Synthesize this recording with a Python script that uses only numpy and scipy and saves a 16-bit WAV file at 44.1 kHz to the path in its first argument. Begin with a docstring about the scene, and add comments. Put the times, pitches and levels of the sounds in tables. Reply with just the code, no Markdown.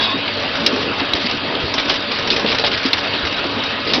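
"""A rotary filling and capping machine runs close by in a noisy hall; mono, dull top.
From the start a vibrating feeder buzzes on mains harmonics and small parts chatter. Guide rods
squeak and scrape, then the steel capping head clacks and the frame knocks. The turntable rumbles
one step on at 0.6 s, then about every 1.6 s; cylinders thud from 1.1 s. The clacks crowd
together at 2.4-3 s, and a loose part pings at 3.2-3.7 s, before the last step."""
import sys
import numpy as np
from scipy import signal
from scipy.fft import rfft, irfft
from scipy.io import wavfile
from scipy.ndimage import uniform_filter1d

SR = 44100
rng = np.random.default_rng(int(sys.argv[2]) if len(sys.argv) > 2 else 0)


def to_wav(sig):
    """Store sig (one row per channel, or 1-D mono) as 16-bit WAV at the path in sys.argv[1].

    Samples outside -1..1 are clipped; the rate is SR.
    """
    pcm = np.clip(np.atleast_2d(sig), -1, 1) * 32767
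    pcm = np.round(pcm).astype(np.int16)
    wavfile.write(sys.argv[1], SR, pcm.T)  # frames by channels


N = 176400


def amp(db):
    """Decibels to gain."""
    return 10 ** (np.asarray(db) / 20)


def unit(x):
    """Scale to rms 1."""
    return x / np.sqrt(np.mean(x ** 2) + 1e-20)


def spectrum_db(points, hz):
    """Interpolate a spectrum over log frequency."""
    freq_hz, level_db = np.transpose(points)
    return np.interp(np.log(hz + 1), np.log(freq_hz), level_db)


def add(mix, start_s, sound):
    """Mix a sound in at start_s."""
    at = round(start_s * SR)
    sound = sound[max(-at, 0):]
    part = mix[max(at, 0):][:len(sound)]
    part += sound[:len(part)]


def colour(x, points):
    """Filter by a spectrum; white noise keeps its power."""
    gain = unit(amp(spectrum_db(points, np.fft.rfftfreq(2 * len(x), 1 / SR))))
    return irfft(rfft(x, 2 * len(x)) * gain)[:len(x)]


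def drift(rate_hz):
    """Low-passed noise, rms 1."""
    hz = np.fft.rfftfreq(N, 1 / SR)
    return unit(irfft(rfft(rng.standard_normal(N)) / (1 + (hz / rate_hz) ** 2), N))


def sine(t, hz):
    """Sine at random phase."""
    return np.sin(2 * np.pi * (hz * t + rng.random()))


def decay(t, t60_s):
    """Fall of 60 dB per t60_s."""
    return np.exp(-np.log(1000) * t / t60_s)


def stroke(start_s, length_s, level_db):
    """Flat-topped envelope of a move that speeds up and slows down."""
    progress = np.clip((np.arange(N) / SR - start_s) / length_s, 0, 1)
    return amp(level_db) * abs(np.sin(np.pi * progress)) ** 0.14


def clack(level_db, t60_s, body_db, edge_db):
    """Steel on steel: dense crack, short modes, hall tail."""
    # crack spectrum: freq_hz, density_db
    steel = [(150, -18.5), (420, -7), (750, -7), (1500, -7), (2300, -3.5), (3100, -5.5), (3800, 0.5),
             (4500, -4.5), (5200, 0.5), (6500, -8)]
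    # steel modes: freq_hz, level_db
    modes = [(2960, 1), (3260, 0), (3450, -2.5), (4070, -1), (4500, 5)]
    body_hz, edge_hz, ring_db, tail_db = 1160, 5040, -9, -36.5
    t = np.arange(SR // 2) / SR
    rise = 1 - np.exp(-t / 0.00069)
    fall = np.hypot(decay(t, t60_s), amp(tail_db) * decay(t, t60_s=0.92))
    crack = colour(rng.choice([-1., 1.], len(t)) * rise * fall, steel)
    ring = sum(amp(db) * sine(t, hz * rng.uniform(0.83, 1.015)) for hz, db in modes)
    ring *= amp(ring_db) * rise * decay(t, t60_s=0.026)
    hz = np.fft.rfftfreq(SR, 1 / SR)
    low_shelf_db = body_db / (1 + (hz / body_hz) ** 4)
    high_shelf_db = edge_db * (1 - 1 / (1 + (hz / edge_hz) ** 8))
    return amp(level_db) * irfft(rfft(crack + ring, SR) * amp(low_shelf_db + high_shelf_db))[:len(t)]


def capping_head():
    """The steel head clacks, each hit with its own tone."""
    # hits: start_s, level_db, t60_s, body_db, edge_db
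    clacks = [(.278, -14, 0.12, 4.5, -27), (.431, -18.5, 0.44, 10.5, -20), (0.6631, 0, 0.051, -22.5, 5.5),
              (.6698, -14, 0.11, -14, -5), (0.997, -10, 0.083, 6.5, -14), (1.1347, -3.5, 0.022, -11.5, 3),
              (1.151, -16, 0.041, 4, -2), (1.298, -17.5, 0.046, 14.5, -4), (1.311, -14, 0.078, -4, -6),
              (1.448, -28, 0.088, 26, -5), (1.5513, -9, 0.031, -15, -23), (1.739, -13.5, 0.076, 11.5, 14),
              (1.7798, -7, .1, 3, -17.5), (1.8469, -21.5, 0.046, -6.5, -4.5), (1.8951, -12, 0.05, -5, 12),
              (1.898, -7.5, 0.13, 5, -5), (2.1158, -13.5, 0.093, 6.5, -5.5), (2.3026, -2, 0.014, -18, 4),
              (2.306, -9, 0.16, -20, -1.5), (2.462, -8, .03, 4, -18), (2.4731, -14, 0.014, -3, -8.5),
              (2.487, -14, .025, 10, -3), (2.517, -11.5, 0.042, 8, -15), (2.5255, -13, 0.054, 6, -17.5),
              (2.5842, -8.5, 0.025, 3, -1), (2.5952, -10.5, 0.046, -7, -2.5), (2.6388, -9, 0.034, 4, -20),
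              (2.6445, -7.5, 0.078, 3, -13.5), (2.663, -16, 0.065, 5, 8), (2.7157, -11.5, .025, 0, -7.5),
              (2.731, -8, 0.0095, -10, -10.5), (2.859, -14.5, 0.066, -8, 6),
              (2.9308, -0.5, 0.039, -9, -8.5), (2.9832, -17.5, 0.043, -3, -18),
              (3.0439, -17.5, 0.24, -11, -18), (3.1365, -13.5, 0.26, -3, -22),
              (3.44, -19, 0.14, 15.5, -8.5), (3.9348, -8.5, 0.17, 1.5, 4)]
    mix = np.zeros(N)
    for start_s, *hit in clacks:
        add(mix, start_s, clack(*hit))
    return mix


def knock(level_db, pitch_hz, rise_s=0.0054, t60_s=0.12):
    """A soft blow swells into the frame's low modes."""
    # frame modes: pitch_ratio, level_db
    modes = [(0.798, -9.5), (1, 0.5), (1.281, -5.5), (1.697, -9)]
    t = np.arange(SR // 2) / SR
    ring = sum(amp(db) * sine(t, pitch_hz * ratio * rng.uniform(0.94, 1.0)) for ratio, db in modes)
    envelope = np.minimum(t / rise_s, 1) * decay(np.maximum(t - rise_s, 0), t60_s)
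    return amp(level_db) * unit(ring) * envelope


def frame():
    """Dull knocks of the frame."""
    # blows: start_s, level_db, pitch_hz
    knocks = [(.14, -22.5, 278), (.632, -21, 243), (0.729, -20.5, 272), (1.015, -22.5, 288),
              (1.136, -22.5, 332), (1.174, -25, 370), (1.244, -18, 248.5), (1.337, -22, 288),
              (1.845, -24, 309), (2.372, -18.5, 466.5), (2.44, -18.5, 229), (2.444, -21, 458),
              (2.591, -21.5, 474), (2.635, -19, 591), (2.635, -20.5, 860), (2.849, -14.5, 274),
              (3.142, -27, 382), (3.239, -24, 340), (3.454, -20, 285), (3.568, -22, 251),
              (3.969, -15.5, 268)]
    mix = np.zeros(N)
    for start_s, level_db, pitch_hz in knocks:
        add(mix, start_s, knock(level_db, pitch_hz))
    return mix


def loose_part(rise_s=0.0025):
    """A small steel part rings briefly, one note per ping."""
    # pings: start_s, level_db, pitch_hz
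    pings = [(0.027, -7, 4650), (3.186, -9, 3800), (3.228, -10, 3970), (3.270, -17, 3800),
             (3.306, -17, 3750), (3.343, -10, 3830), (3.381, -9.5, 3870), (3.604, -12, 3830),
             (3.658, -10, 3820)]
    t = np.arange(SR // 8) / SR
    envelope = (1 - np.exp(-t / rise_s)) * decay(t, t60_s=0.027)
    mix = np.zeros(N)
    for start_s, level_db, pitch_hz in pings:
        add(mix, start_s, amp(level_db) * envelope * sine(t, pitch_hz))
    return mix


def cylinders():
    """Cylinders thud at end of stroke."""
    # thuds: start_s, level_db
    thuds = [(1.136, -29), (1.634, -25), (2.477, -35), (2.738, -34.5), (3.23, -24)]
    mix = np.zeros(N)
    for start_s, level_db in thuds:
        add(mix, start_s, knock(level_db, pitch_hz=83))
    return mix


def squeak(start_s, length_s, pitch_hz, level_db, wander_hz=22, flutter_db=2.8):
    """A rod sings on one unsteady note."""
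    hz = pitch_hz + wander_hz * drift(rate_hz=60)
    flutter = amp(flutter_db * drift(rate_hz=59))
    tone = np.sin(2 * np.pi * np.cumsum(hz) / SR)
    return stroke(start_s, length_s, level_db) * unit(flutter * tone)


def guides(grain_db=2.2):
    """Rods scrape unevenly in their bushes and sometimes squeak."""
    # rod slides: start_s, length_s, level_db
    slides = [(0, 0.083, -23.5), (1.257, 0.017, -19), (2.11, 0.075, -27), (2.472, 0.062, -19.5),
              (2.65, 0.033, -18), (2.736, 0.022, -23), (2.833, 0.06, -23.5), (3.867, 0.06, -22)]
    # scrape spectrum: freq_hz, density_db
    friction = [(400, -7.5), (1200, -5.5), (2200, 7), (3700, 6.5), (4600, 6.5), (5200, 7), (5800, -14),
                (6500, -44)]
    # rod squeaks: start_s, length_s, pitch_hz, level_db
    squeaks = [(-.03, .22, 3740, -27.5), (-.03, .1, 3838, -28), (-.03, .105, 3410, -23),
               (-.02, .16, 3485, -28), (.02, .14, 1087, -30), (-.01, .06, 1625, -28), (0, .14, 2535, -33),
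               (3.6, .09, 3795, -33.5)]
    grainy_noise = rng.standard_normal(N) * unit(amp(grain_db * drift(rate_hz=220)))
    scrape = colour(grainy_noise, friction) * sum(stroke(*row) for row in slides)
    return scrape + sum(squeak(*row) for row in squeaks)


def turntable():
    """The table rumbles while the drive turns it or lifts the head."""
    # drive moves: start_s, length_s, level_db
    moves = [(0.594, 0.33, -26.5), (1.484, 0.23, -28), (2.18, 0.38, -27.5), (3.864, 0.58, -22.5)]
    # rumble spectrum: freq_hz, density_db
    rumble = [(60, -22.5), (150, -8.5), (230, 2), (330, 1.5), (450, 4), (650, -7.5), (1500, -28),
              (5000, -45)]
    return colour(rng.standard_normal(N), rumble) * sum(stroke(*row) for row in moves)


def chatter(taps_per_s=220, spread_db=6, gain_db=-4):
    """Loose parts tap at random, each tap a noise burst."""
    # chatter contour: time_s, level_db
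    contour = [(0.02, -22), (0.22, -32), (0.52, -26.5), (0.62, -19), (0.97, -28), (1.08, -30), (1.3, -16.5),
               (1.43, -37), (1.6, -24), (1.92, -18.5), (2.05, -33), (2.2, -19), (2.5, -21), (2.8, -23),
               (3.3, -25), (3.51, -29.5), (3.66, -24), (3.8, -29)]
    # tap spectrum: freq_hz, density_db
    tap_spectrum = [(300, -8.5), (900, -5.5), (2000, -5.5), (2800, -5), (3900, -3), (4700, -9.5),
                    (5300, -2), (5900, -1), (6500, -40.5)]
    t = np.arange(N) / SR
    strength = amp(spread_db * np.minimum(rng.exponential(1, N), 3.3))
    taps = strength * (rng.random(N) < taps_per_s / SR)
    power = abs(signal.fftconvolve(taps ** 2, decay(t[:SR // 2], t60_s=0.087) ** 2)[:N])
    bursts = unit(colour(np.sqrt(power) * rng.standard_normal(N), tap_spectrum))
    return bursts * amp(gain_db + np.interp(t, *np.transpose(contour)))


def feeder(mains_hz=49.98, waver_db=2):
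    """The vibrating feeder buzzes on mains harmonics that waver in level."""
    # harmonics: mains_multiple
    orders = [1, 2, 13, 25, 30, 34, 52, 56, 59, 61, 64, 66, 69, 74, 75]
    # per harmonic: rms_db
    levels_db = [-57, -44, -44, -41.5, -45, -44, -41, -44, -52, -52.5, -44, -44.5, -46.5, -50.5, -39.5]
    t = np.arange(N) / SR
    return np.sqrt(2) * sum(amp(db + waver_db * drift(rate_hz=4.2)) * sine(t, order * mains_hz)
                            for order, db in zip(orders, levels_db))


def housing():
    """The housing drones: noise in narrow resonances."""
    # resonances: freq_hz, width_hz, level_db
    drones = [(221.6, 18, -42.5), (276.4, 38, -35.5), (462.6, 19, -44), (577.6, 11, -38.5),
              (2180, 20, -44.5)]
    mix = np.zeros(N)
    for freq_hz, width_hz, level_db in drones:
        phase = 2 * np.pi * freq_hz * np.arange(N) / SR
        band = drift(width_hz / 2) * np.cos(phase) + drift(width_hz / 2) * np.sin(phase)
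        mix += amp(level_db) * unit(band)
    return mix


def hall(level_db=-23.5, patch_db=2.5):
    """Factory wash, drifting in patches of frequency and time."""
    # wash spectrum: freq_hz, density_db
    wash_spectrum = [(20, -31), (35, -25.5), (55, -9), (110, -1), (170, -1.5), (300, 1), (520, 2),
                     (780, -1.5), (900, 0.5), (1500, -1), (2200, -3), (2750, 0.5), (3700, -3.5),
                     (4700, -3.5), (5300, -17), (5900, -32), (6500, -41)]
    hz, _, noise = signal.stft(rng.standard_normal(N), SR, nperseg=2048, noverlap=1536)
    patches = uniform_filter1d(rng.standard_normal(noise.shape), size=22, axis=0)
    patches = unit(uniform_filter1d(patches, size=4, axis=1))
    gain = amp(spectrum_db(wash_spectrum, hz)[:, None] + patch_db * patches)
    wash = signal.istft(noise * gain, SR, nperseg=2048, noverlap=1536)[1][:N]
    return amp(level_db) * unit(wash)


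def scene():
    """Machine and hall, same on both channels."""
    background = hall() + housing() + feeder() + chatter()
    mix = background + turntable() + guides() + capping_head() + frame() + loose_part() + cylinders()
    return np.array([mix, mix])


def record(dry):
    """Dull microphone, rounded overload on the hardest clacks, band limit."""
    # microphone response: freq_hz, gain_db
    mic = [(20, 0.5), (4900, 0.5), (5500, -8), (6500, -23), (7000, -49), (9000, -71.5), (12000, -80)]
    hardness, cutoff_hz = 24, 13000
    response = amp(spectrum_db(mic, np.fft.rfftfreq(2 * N, 1 / SR)))
    dull = irfft(rfft(dry, 2 * N) * response)[:, :N]
    clipped = dull / (1 + abs(dull) ** hardness) ** (1 / hardness)
    lowpass = signal.firwin(255, cutoff_hz, window=("kaiser", 8), fs=SR)
    return signal.oaconvolve(clipped, lowpass[None], "same")


dry = scene()
out = record(dry)
to_wav(out)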